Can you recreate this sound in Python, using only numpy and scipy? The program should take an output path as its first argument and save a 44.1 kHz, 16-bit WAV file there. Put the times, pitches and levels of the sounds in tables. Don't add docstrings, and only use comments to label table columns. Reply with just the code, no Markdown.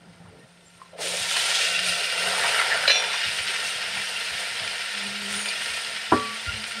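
import sys
import numpy as np
from scipy import signal
from scipy.fft import rfft, irfft, next_fast_len
from scipy.io import wavfile

SR = 44100
rng = np.random.default_rng(int(sys.argv[2]) if len(sys.argv) > 2 else 0)


def generate_wav(signal):
    frames = np.transpose(np.atleast_2d(signal))
    scaled = np.clip(frames, -1, 1) * 32767
    pcm = np.round(scaled).astype(np.int16)
    wavfile.write(sys.argv[1], SR, pcm)


N = 299880
TIME = np.arange(N) / SR

# time in seconds, ladle level in dB, crack level in dB.
CLANKS = [(2.878, -12.5, -21), (2.88, -27, -19.5), (2.8955, -22, -18), (2.902, -15.5, -29),
          (2.905, -21, -27), (2.912, -18.5, -24), (2.955, -21.5, -37), (2.985, -32, -35), (3.132, -37, -27)]
LANDS_AT_S, CATCH_S, ALL_IN_AT_S = 0.958, 0.055, 1.58


def from_db(db):
    return 10 ** (np.asarray(db) / 20)


def rms_one(x):
    return x / np.sqrt(np.mean(x ** 2) + 1e-20)


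def drift(rate):
    knots = rng.standard_normal(4000)
    return rms_one(np.interp(TIME * rate, np.arange(len(knots)), knots))


def swell(middle, length):
    return np.cos(np.pi * np.clip((TIME - middle) / length, -.5, .5)) ** 2


def colour(x, spectrum):
    size = 2 * next_fast_len(N // 2 + SR // 8)
    hz, db = np.transpose(spectrum)
    bins_hz = np.arange(size // 2 + 1) * SR / size
    gain = rms_one(from_db(np.interp(np.log(bins_hz + 1), np.log(hz), db)))
    cepstrum = irfft(np.log(gain))
    cepstrum[1:size // 2] *= 2
    cepstrum[size // 2 + 1:] = 0
    return irfft(rfft(x, size) * np.exp(rfft(cepstrum)))[:N]


def bells(x, peaks):
    for hz, width_hz, db in peaks:
        g, k = from_db(db / 2), np.pi * width_hz / SR
        c = -2 * np.cos(2 * np.pi * hz / SR)
        x = signal.lfilter([1 + k * g, c, 1 - k * g], [1 + k / g, c, 1 - k / g], x)
    return x


def band(x, low_hz, high_hz):
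    return signal.sosfilt(signal.butter(2, [low_hz, high_hz], "band", fs=SR, output="sos"), x)


def clicks(times, levels_db):
    out = np.zeros(N)
    out[np.round(np.asarray(times) * SR).astype(int)] = from_db(levels_db)
    return out


def burst(force, t60):
    fade = from_db(-60 / (t60 * SR))
    return signal.lfilter([1], [1, -fade], force + 1e-18) * rng.standard_normal(N)


def topped_up(force, modes):
    out = np.zeros(N)
    for hz, db, t60 in modes:
        fade = from_db(-120 / (t60 * SR))
        energy = signal.lfilter([1], [1, -fade], force ** 2 + 1e-18)
        out += from_db(db) * np.sqrt(energy) * np.sin(2 * np.pi * (hz * TIME + rng.random()))
    return out


def pops(per_s, spread_db, clump_db, hiss):
    born = rng.random(N) < per_s / SR
    sizes = from_db(spread_db * np.minimum(rng.exponential(1, N), 5)) * rng.choice([-1, 1], N)
    bursting = rms_one(born * sizes) + hiss * rng.standard_normal(N)
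    return rms_one(bursting * from_db(clump_db * drift(70)))


def rubs(strokes, width):
    slips = pops(per_s=520, spread_db=1.5, clump_db=3.0, hiss=1.0)
    out = np.zeros(N)
    for start, end, db, hz in strokes:
        stroke = np.sin(np.pi * np.clip((TIME - start) / (end - start), 0, 1))
        rubbed = rms_one(band(slips, hz * (1 - width / 2), hz * (1 + width / 2)))
        out += from_db(db) * np.sqrt(np.abs(stroke)) * rubbed
    return out


def rumble():
    # frequency in Hz, density in dB per Hz.
    rumble_colour = [(20, -34), (40, -5), (70, -3), (110, 1.5), (170, 0), (280, -5), (520, -3),
                     (1000, -11.5), (4000, -45)]
    return from_db(-57.0 + 3.4 * drift(17)) * colour(rng.standard_normal(N), rumble_colour)


def hum():
    # middle in seconds, length in seconds, peak in dB, octave in dB relative to the tone.
    hum_swells = [(0.06, 0.22, -53, -22), (0.24, 0.16, -50, -18), (1.135, 0.5, -49.5, -13),
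                  (1.834, 0.45, -44, -24), (2.273, 0.29, -45, -26), (3.97, 0.16, -47, -22),
                  (5.07, 0.36, -42, -12), (5.29, 0.42, -39.5, -7), (5.47, 0.16, -49, -20),
                  (6.29, 0.34, -44.5, -20), (6.59, .22, -44, -19), (6.79, 0.1, -39, -15)]
    start_hz, rise_hz_per_s, bend_hz_per_s2 = 172.3, 3.2, 0.53
    steady_db, steady_octave_db = -56.5, -35
    hz = start_hz + rise_hz_per_s * TIME + bend_hz_per_s2 * TIME ** 2
    phase = 2 * np.pi * np.cumsum(hz * (1 + .016 * drift(45))) / SR
    tone, octave = np.sin(phase), np.sin(2 * phase)
    out = from_db(steady_db) * (tone + from_db(steady_octave_db) * octave)
    for middle, length, db, octave_db in hum_swells:
        out += from_db(db) * swell(middle, length) * (tone + from_db(octave_db) * octave)
    return out * from_db(1.8 * drift(30))


def kitchen(x):
    t60_s = 0.24
    t = TIME[:SR // 2]
    tail = rng.standard_normal(len(t)) * from_db(-60 * t / t60_s) * (t > .004)
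    return signal.fftconvolve(x, tail / np.linalg.norm(tail))[:N]


def shifting():
    # start in seconds, end in seconds, level in dB, pitch in Hz.
    shifts = [(0.0, 0.15, -59, 640), (0.195, 0.31, -58, 900), (0.3, 0.44, -56, 440)]
    return rubs(shifts, width=0.91)


def creaks():
    # time in seconds, level in dB.
    creak_times = [(0.797, -49), (0.8165, -36), (0.857, -48)]
    # frequency in Hz, level in dB, t60 in seconds.
    creak_modes = [(1043, 1, 0.06), (1110, -3, .035), (1215, -12, .07), (1870, -11, .04)]
    return band(topped_up(clicks(*np.transpose(creak_times)), creak_modes), low_hz=750, high_hz=2200)


def thud(s, db, hz, t60):
    width_hz = 45 + .28 * hz
    dull = band(burst(clicks([s], [db]), t60), hz - width_hz / 2, hz + width_hz / 2)
    return dull * np.sqrt(SR / 2 / width_hz)


def thuds():
    # time in seconds, level in dB, centre in Hz.
    bumps = [(0.06, -49, 140), (0.19, -48, 155), (0.244, -45, 116), (0.39, -48, 160), (1.2, -47, 109),
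             (1.77, -48, 120), (1.87, -46.5, 110), (3.259, -45, 121), (3.39, -46.5, 112), (3.75, -53, 106),
             (3.96, -49, 116), (4.3, -47, 100), (4.6, -45.5, 100), (5.3, -47, 100), (5.69, -52, 90),
             (6.461, -35, 86), (6.52, -38.5, 90.5)]
    # time in seconds, level in dB, centre in Hz, t60 in seconds.
    soft_blows = [(0.2, -52, 720, .2), (0.285, -53, 760, 0.13), (0.41, -57, 560, .3),
                  (0.931, -44, 575, 0.96), (0.988, -30.5, 590, 0.39), (0.989, -52, 412, 0.16),
                  (1.03, -35.5, 473, 0.42), (1.134, -31.5, 560, 0.1), (1.78, -43, 650, 0.32),
                  (2.176, -34.5, 520, .12), (2.439, -27.5, 930, 0.16), (2.485, -31, 600, 0.16),
                  (3.14, -28.5, 930, 0.076), (3.49, -42, 440, 0.15), (3.615, -41.5, 453, 0.072),
                  (3.959, -39, 890, 0.21), (4.6, -41, 700, .2), (5.664, -42, 480, .1)]
    return sum(thud(*row, t60=0.32) for row in bumps) + sum(thud(*row) for row in soft_blows)


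def plate():
    # time in seconds, ringing level in dB, thump level in dB.
    set_down = [(6.119, -27, -13), (6.1226, -16.5, 5.5), (6.1256, -21.5, 4.5), (6.1325, -30, -19)]
    # frequency in Hz, level in dB, t60 in seconds.
    plate_modes = [(82, -15, .28), (113, -14, .33), (190, -8, .09), (247, -8.5, .32), (312, -6, .17),
                   (377, 3.5, .04), (407, 1.5, .05), (436, -11, .42), (522, -15, .28), (581, -14, .33),
                   (662, -6, .13), (764, -3, .06), (800, 1, .05), (993, 5, .08), (1147, -4, .82),
                   (1367, -8, .12), (1500, -17, .07), (1835, -23, .5)]
    # frequency in Hz, density in dB per Hz.
    plate_crack = [(40, -20), (90, -7), (370, 13.5), (580, -2), (900, 5), (1200, -2), (1380, 4), (1560, 0),
                   (1780, -3), (2300, -37), (6000, -54)]
    stilled_at_s, stilled_db_per_s = 6.33, 110
    s, db, thump_db = np.transpose(set_down)
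    body = band(topped_up(clicks(s, db), plate_modes), low_hz=50, high_hz=1990)
    stilled = from_db(-stilled_db_per_s * np.maximum(TIME - stilled_at_s, 0))
    thump = clicks(s, thump_db)
    rattle = from_db(-28) * burst(thump, t60=0.17)
    return body * stilled + colour(thump + rattle, plate_crack)


def rim():
    # frequency in Hz, level in dB, build-up in seconds, t60 in seconds.
    rim_modes = [(732, -35, .08, .35), (2013, -29, .03, .3), (2315, -27, .02, .42), (2412, -23, .07, .45),
                 (2621, -26, .033, .36), (3517, -22.5, .078, .42), (5502, -34, .1, .25),
                 (5652, -25.5, .095, .22), (5730, -35, .06, .2), (5922, -33.5, .04, .35),
                 (6142, -35, .04, .25), (6804, -40, .09, .3)]
    out, since = np.zeros(N), np.maximum(TIME - CLANKS[0][0], 0)
    for hz, db, build_s, t60 in rim_modes:
        build_up = np.minimum(since / build_s, 1)
        fade_db = -60 * np.clip((since - build_s) / t60, 0, 3)
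        out += build_up * from_db(db + fade_db) * np.sin(2 * np.pi * hz * since)
    last_touch = clicks([CLANKS[-1][0]], [-14])
    settling = topped_up(last_touch, [(hz, db, t60) for hz, db, _, t60 in rim_modes])
    return (out + settling) * from_db(2.2 * drift(150))


def ladle():
    # frequency in Hz, level in dB, t60 in seconds.
    ladle_modes = [(560, -5, .045), (1690, -3, .04), (1825, -16, .12), (2395, -3, .04), (2530, -13, .1),
                   (2745, -12, .09), (2875, -9.5, .11), (2935, -3, .045), (3068, -12, .17),
                   (3965, -1, .125), (3992, -13, .12), (4138, -3.5, .14), (4211, -14, .1), (4296, -13, .22),
                   (4931, -13, .08), (4995, -13, .07)]
    # frequency in Hz, density in dB per Hz.
    clank_crack = [(100, -42), (280, -16), (500, 0), (1000, -8), (1700, 0), (3000, -5), (5000, -6),
                   (7000, -17), (12000, -51)]
    s, ladle_db, crack_db = np.transpose(CLANKS)
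    crack = colour(burst(clicks(s, crack_db), t60=0.04), clank_crack)
    ringing = band(topped_up(clicks(s, ladle_db), ladle_modes), low_hz=350, high_hz=7500)
    return ringing + rim() + crack


def scraping():
    # start in seconds, end in seconds, level in dB, pitch in Hz.
    scrapes = [(2.39, 2.465, -27, 1900), (2.435, 2.48, -27, 1430), (2.465, 2.58, -29.5, 2830),
               (2.52, 2.63, -27, 2000), (2.53, 2.645, -29, 1470), (2.7, 2.77, -27.5, 1810),
               (2.745, 2.8, -26.5, 1450), (2.836, 2.865, -26.5, 1540)]
    return rubs(scrapes, width=0.2)


def skidding():
    # start in seconds, end in seconds, level in dB, pitch in Hz.
    skids = [(5.325, 5.37, -34, 3760), (5.37, 5.42, -37, 1900), (5.452, 5.48, -34, 2280),
             (5.48, 5.505, -31, 4130), (5.49, 5.53, -34, 2730)]
    return rubs(skids, width=0.33)


def thin_tones():
    # start in seconds, end in seconds, level in dB, pitch in Hz.
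    thin_strokes = [(0.01, 0.05, -58, 1820), (0.14, 0.2, -64, 1650), (0.23, 0.275, -58.5, 1250),
                    (0.27, 0.335, -59, 1460), (0.31, 0.37, -55, 441), (0.395, 0.45, -56, 1830),
                    (0.655, 0.69, -52, 7430), (1.31, 1.4, -28, 3010), (5.32, 5.524, -37, 9240),
                    (5.43, 5.53, -32, 2400), (5.45, 5.472, -35, 9350), (5.45, 5.5, -36, 4870),
                    (5.36, 5.53, -42.5, 6720), (6.437, 6.598, -38.5, 2780), (6.45, 6.53, -37, 1416),
                    (6.744, 6.796, -37, 1386)]
    return rubs(thin_strokes, width=0.032)


def tumbling():
    # middle in seconds, length in seconds, level in dB.
    tumbles = [(1.3, 0.72, -36), (1.9, 0.81, -46), (2.542, 0.99, -31.5), (5.427, 0.19, -52.5)]
    taps_per_s, tap_cycles = 110, 40
    strength = sum(from_db(db) * np.sqrt(swell(middle, length)) for middle, length, db in tumbles)
    sizes = from_db(4 * np.minimum(rng.exponential(1, N), 3))
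    taps = (rng.random(N) < taps_per_s / SR) * sizes * strength
    pitches_hz = np.geomspace(560, 4227, 14)
    dealt = rng.integers(0, len(pitches_hz), N)
    knocks = sum(topped_up(taps * (dealt == k), [(hz, 0, tap_cycles / hz)])
                 for k, hz in enumerate(pitches_hz))
    return band(knocks, low_hz=440, high_hz=6000)


def flares(per_s, t60):
    starts = (rng.random(N) < per_s / SR) * rng.exponential(1, N)
    flaring = signal.lfilter([1], [1, -from_db(-60 / (t60 * SR))], starts + 1e-18)
    return flaring / flaring.mean()


def pitched_grain():
    per_s, length_s, level_db = 260, 0.03, -11
    low_hz, high_hz = 2204, 11930
    out, t = np.zeros(N + SR), TIME[:int(length_s * SR)]
    window = np.hanning(len(t))
    for when, pitch, size in rng.random((int(per_s * N / SR), 3)):
        start, hz = int(when * N), low_hz + pitch * (high_hz - low_hz)
        out[start:start + len(t)] += size * window * np.sin(2 * np.pi * hz * t)
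    return from_db(level_db) * rms_one(out[:N])


def course(before_db, landing_db, full_db, cooling_db_per_s):
    turns_s = [LANDS_AT_S, LANDS_AT_S + CATCH_S, ALL_IN_AT_S]
    level_db = np.interp(TIME, turns_s, [before_db, landing_db, full_db])
    return level_db - cooling_db_per_s * np.maximum(TIME - ALL_IN_AT_S, 0)


def surging():
    # middle in seconds, length in seconds, extra bubbling, sizzle and spray in dB.
    surges = [(0.675, 0.39, -3, -1.5, 1.5), (0.816, 0.49, 0.5, 3.5, 5.5), (1.367, 0.28, 0.5, 2, 3),
              (1.623, 0.16, -1, 2.5, 0.5), (1.78, 0.17, -5.5, 1, -5), (1.893, 0.099, -1.5, 2.5, 2.5),
              (2.288, 0.35, 6.5, 1, 4.5), (2.506, 0.41, 8.5, 2, 4.5), (2.717, 0.35, 7, 1.5, -0.5),
              (2.98, 0.42, 7.5, -1, -2), (3.247, 0.21, -1.5, 3.5, -2), (3.673, 0.13, -0.5, 0.5, 3.5),
              (3.878, 0.37, 0, -0.5, -4), (4.083, 0.22, 0.5, -1.5, 1.5), (5.224, 0.37, -3, -1.5, -1),
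              (5.337, 0.25, 4, 1.5, 6), (5.471, 0.11, 4.5, -1.5, 2), (5.67, 0.8, 1, 1.5, 4.5),
              (6.684, 0.073, -1, -3, 6.5)]
    return sum(np.outer(extra_db, swell(middle, length)) for middle, length, *extra_db in surges)


def bubbling(extra_db):
    # frequency in Hz, density in dB per Hz.
    bubbling_colour = [(200, -17.5), (320, -31), (410, -1), (520, 1.5), (700, -1), (950, 2), (1400, 1),
                       (2000, 2), (3200, -19), (6000, -54)]
    bubbling_course = (-60, -42, -36, 1.73)
    flaring = rms_one(1 + 0.043 * flares(per_s=50, t60=0.25))
    bubbles = pops(per_s=1500, spread_db=3.0, clump_db=1.07, hiss=0.84) * flaring
    level_db = course(*bubbling_course) + extra_db + 0.14 * drift(3.0)
    return colour(bubbles * from_db(level_db), bubbling_colour)


def sizzling(level_db, snaps):
    # frequency in Hz, density in dB per Hz.
    sizzle_colour = [(400, -48.5), (900, -16.5), (1250, -9), (1800, 3), (2300, -0.5), (2900, 1.5),
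                     (3800, -3.5), (5200, -5), (6300, -20), (8000, -19), (12000, -46)]
    flaring = rms_one(1 + .09 * flares(per_s=70, t60=.03))
    crackle = flaring * pops(per_s=7000, spread_db=2.0, clump_db=-0.3, hiss=0.88)
    mixed = rms_one(crackle + 0.31 * snaps + pitched_grain())
    return colour(mixed * from_db(level_db - 0.13 * drift(140)), sizzle_colour)


def spraying(extra_db, snaps):
    # frequency in Hz, density in dB per Hz.
    spray_colour = [(2000, -25), (3500, 2), (6000, -0.5), (7600, -4.5), (8600, 4), (9350, 3), (9750, -8.5),
                    (10700, -14.5), (11450, -6.5), (12000, -21), (12900, -24), (13550, -11.5), (14500, -32),
                    (15600, -21.5)]
    spray_course = (-65, -34.5, -34.5, 1.83)
    flaring = rms_one(1 + 0.29 * flares(per_s=61, t60=0.38))
    droplets = pops(per_s=9000, spread_db=3.0, clump_db=0.0, hiss=1.0) * flaring
    mixed = rms_one(droplets + 0.08 * snaps + pitched_grain())
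    return colour(mixed * from_db(course(*spray_course) + extra_db + 0.24 * drift(16)), spray_colour)


def pouring():
    # frequency in Hz, density in dB per Hz.
    pour_hiss = [(1200, -33), (2400, -0.5), (3200, 4.5), (4300, 0), (5600, -2), (7500, -5), (9200, -9),
                 (10200, -15), (11000, -16), (14000, -35)]
    pour_course = (-93, -32.5, -26, 42)
    hissing = pops(per_s=2700, spread_db=1.0, clump_db=2.0, hiss=0.76)
    return colour(hissing * from_db(course(*pour_course)), pour_hiss)


def spitting(sizzle_db):
    # time in seconds, level in dB before the colour and gains below.
    spits = [(1.178, -12), (1.3125, -8), (1.3685, -4), (1.515, -5), (1.549, -6), (1.594, -7), (1.75, -10),
             (2.01, -10), (2.1256, -7), (2.179, -9), (2.273, -5.5), (2.437, -7), (2.6165, -4), (2.775, -8),
             (2.839, -8), (3.506, -10), (5.328, -11), (5.34, -10), (5.393, -12), (5.459, -9), (5.621, -11),
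             (5.684, -12), (6.711, -14)]
    # frequency in Hz, density in dB per Hz.
    spit_colour = [(200, -39), (500, -15), (1500, 2.5), (3200, 2.5), (6000, -26), (9200, -5.5),
                   (12000, -33), (15000, -32)]
    small_per_s, small_above_sizzle_db = 12, 8.5
    born = rng.random(N) < small_per_s / SR
    cracks = clicks(*np.transpose(spits)) + born * from_db(sizzle_db + small_above_sizzle_db)
    fizz = burst(cracks, t60=.025)
    return colour(from_db(3.5) * cracks + from_db(-19) * fizz, spit_colour)


def under_plate(open_wok):
    # time in seconds, share of the wok covered from 0 to 1.
    cover_times = [(0, 0.1), (1.45, 0), (1.75, 0.76), (2.25, 0.57), (2.55, 0), (2.85, 0.26), (3.1, 0),
                   (6.8, 0.09)]
    # centre in Hz, width in Hz, peak or dip in dB.
    space_peaks = [(657, 530, 8), (930, 220, -17), (1522, 68, 8), (1695, 140, -14), (2130, 92, -12),
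                   (2200, 150, -0.5), (2794, 88, 11), (2940, 280, -6.5)]
    cover = np.interp(TIME, *np.transpose(cover_times))
    return (1 - cover) * open_wok + cover * bells(open_wok, space_peaks)


def frying():
    # centre in Hz, width in Hz, peak or dip in dB.
    hollow = [(702, 92, 7.5), (826, 20, -13), (918, 79, 5.5), (1166, 396, -7), (1368, 220, 9.5),
              (1715, 260, -2.5), (1815, 42, 5), (2150, 74, 1), (2320, 43, 3), (2820, 120, 2),
              (9210, 155, 5.5)]
    sizzle_course = (-60, -37, -26.5, 1.43)
    extra_bubbling_db, extra_sizzle_db, extra_spray_db = surging()
    sizzle_db = course(*sizzle_course) + extra_sizzle_db
    snaps = pops(per_s=97, spread_db=1.5, clump_db=-4, hiss=0)
    boiling = bubbling(extra_bubbling_db) + sizzling(sizzle_db, snaps) + spraying(extra_spray_db, snaps)
    return under_plate(bells(boiling + pouring() + spitting(sizzle_db), hollow))


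def scene():
    background = rumble() + hum()
    knocks = shifting() + creaks() + thuds() + plate() + ladle()
    wok = scraping() + skidding() + thin_tones() + tumbling() + frying()
    room = kitchen(from_db(-10.5) * wok + from_db(-14) * knocks)
    return np.tile(wok + knocks + room + background, (2, 1))


def record(dry):
    thinned = signal.sosfilt(signal.butter(2, 50, "high", fs=SR, output="sos"), dry)
    rounded = 0.87 * np.tanh(thinned / 0.94)
    cutoff_hz = 15650
    return signal.sosfilt(signal.ellip(12, .1, 90, cutoff_hz, fs=SR, output="sos"), rounded)


dry = scene()
out = record(dry)
generate_wav(out)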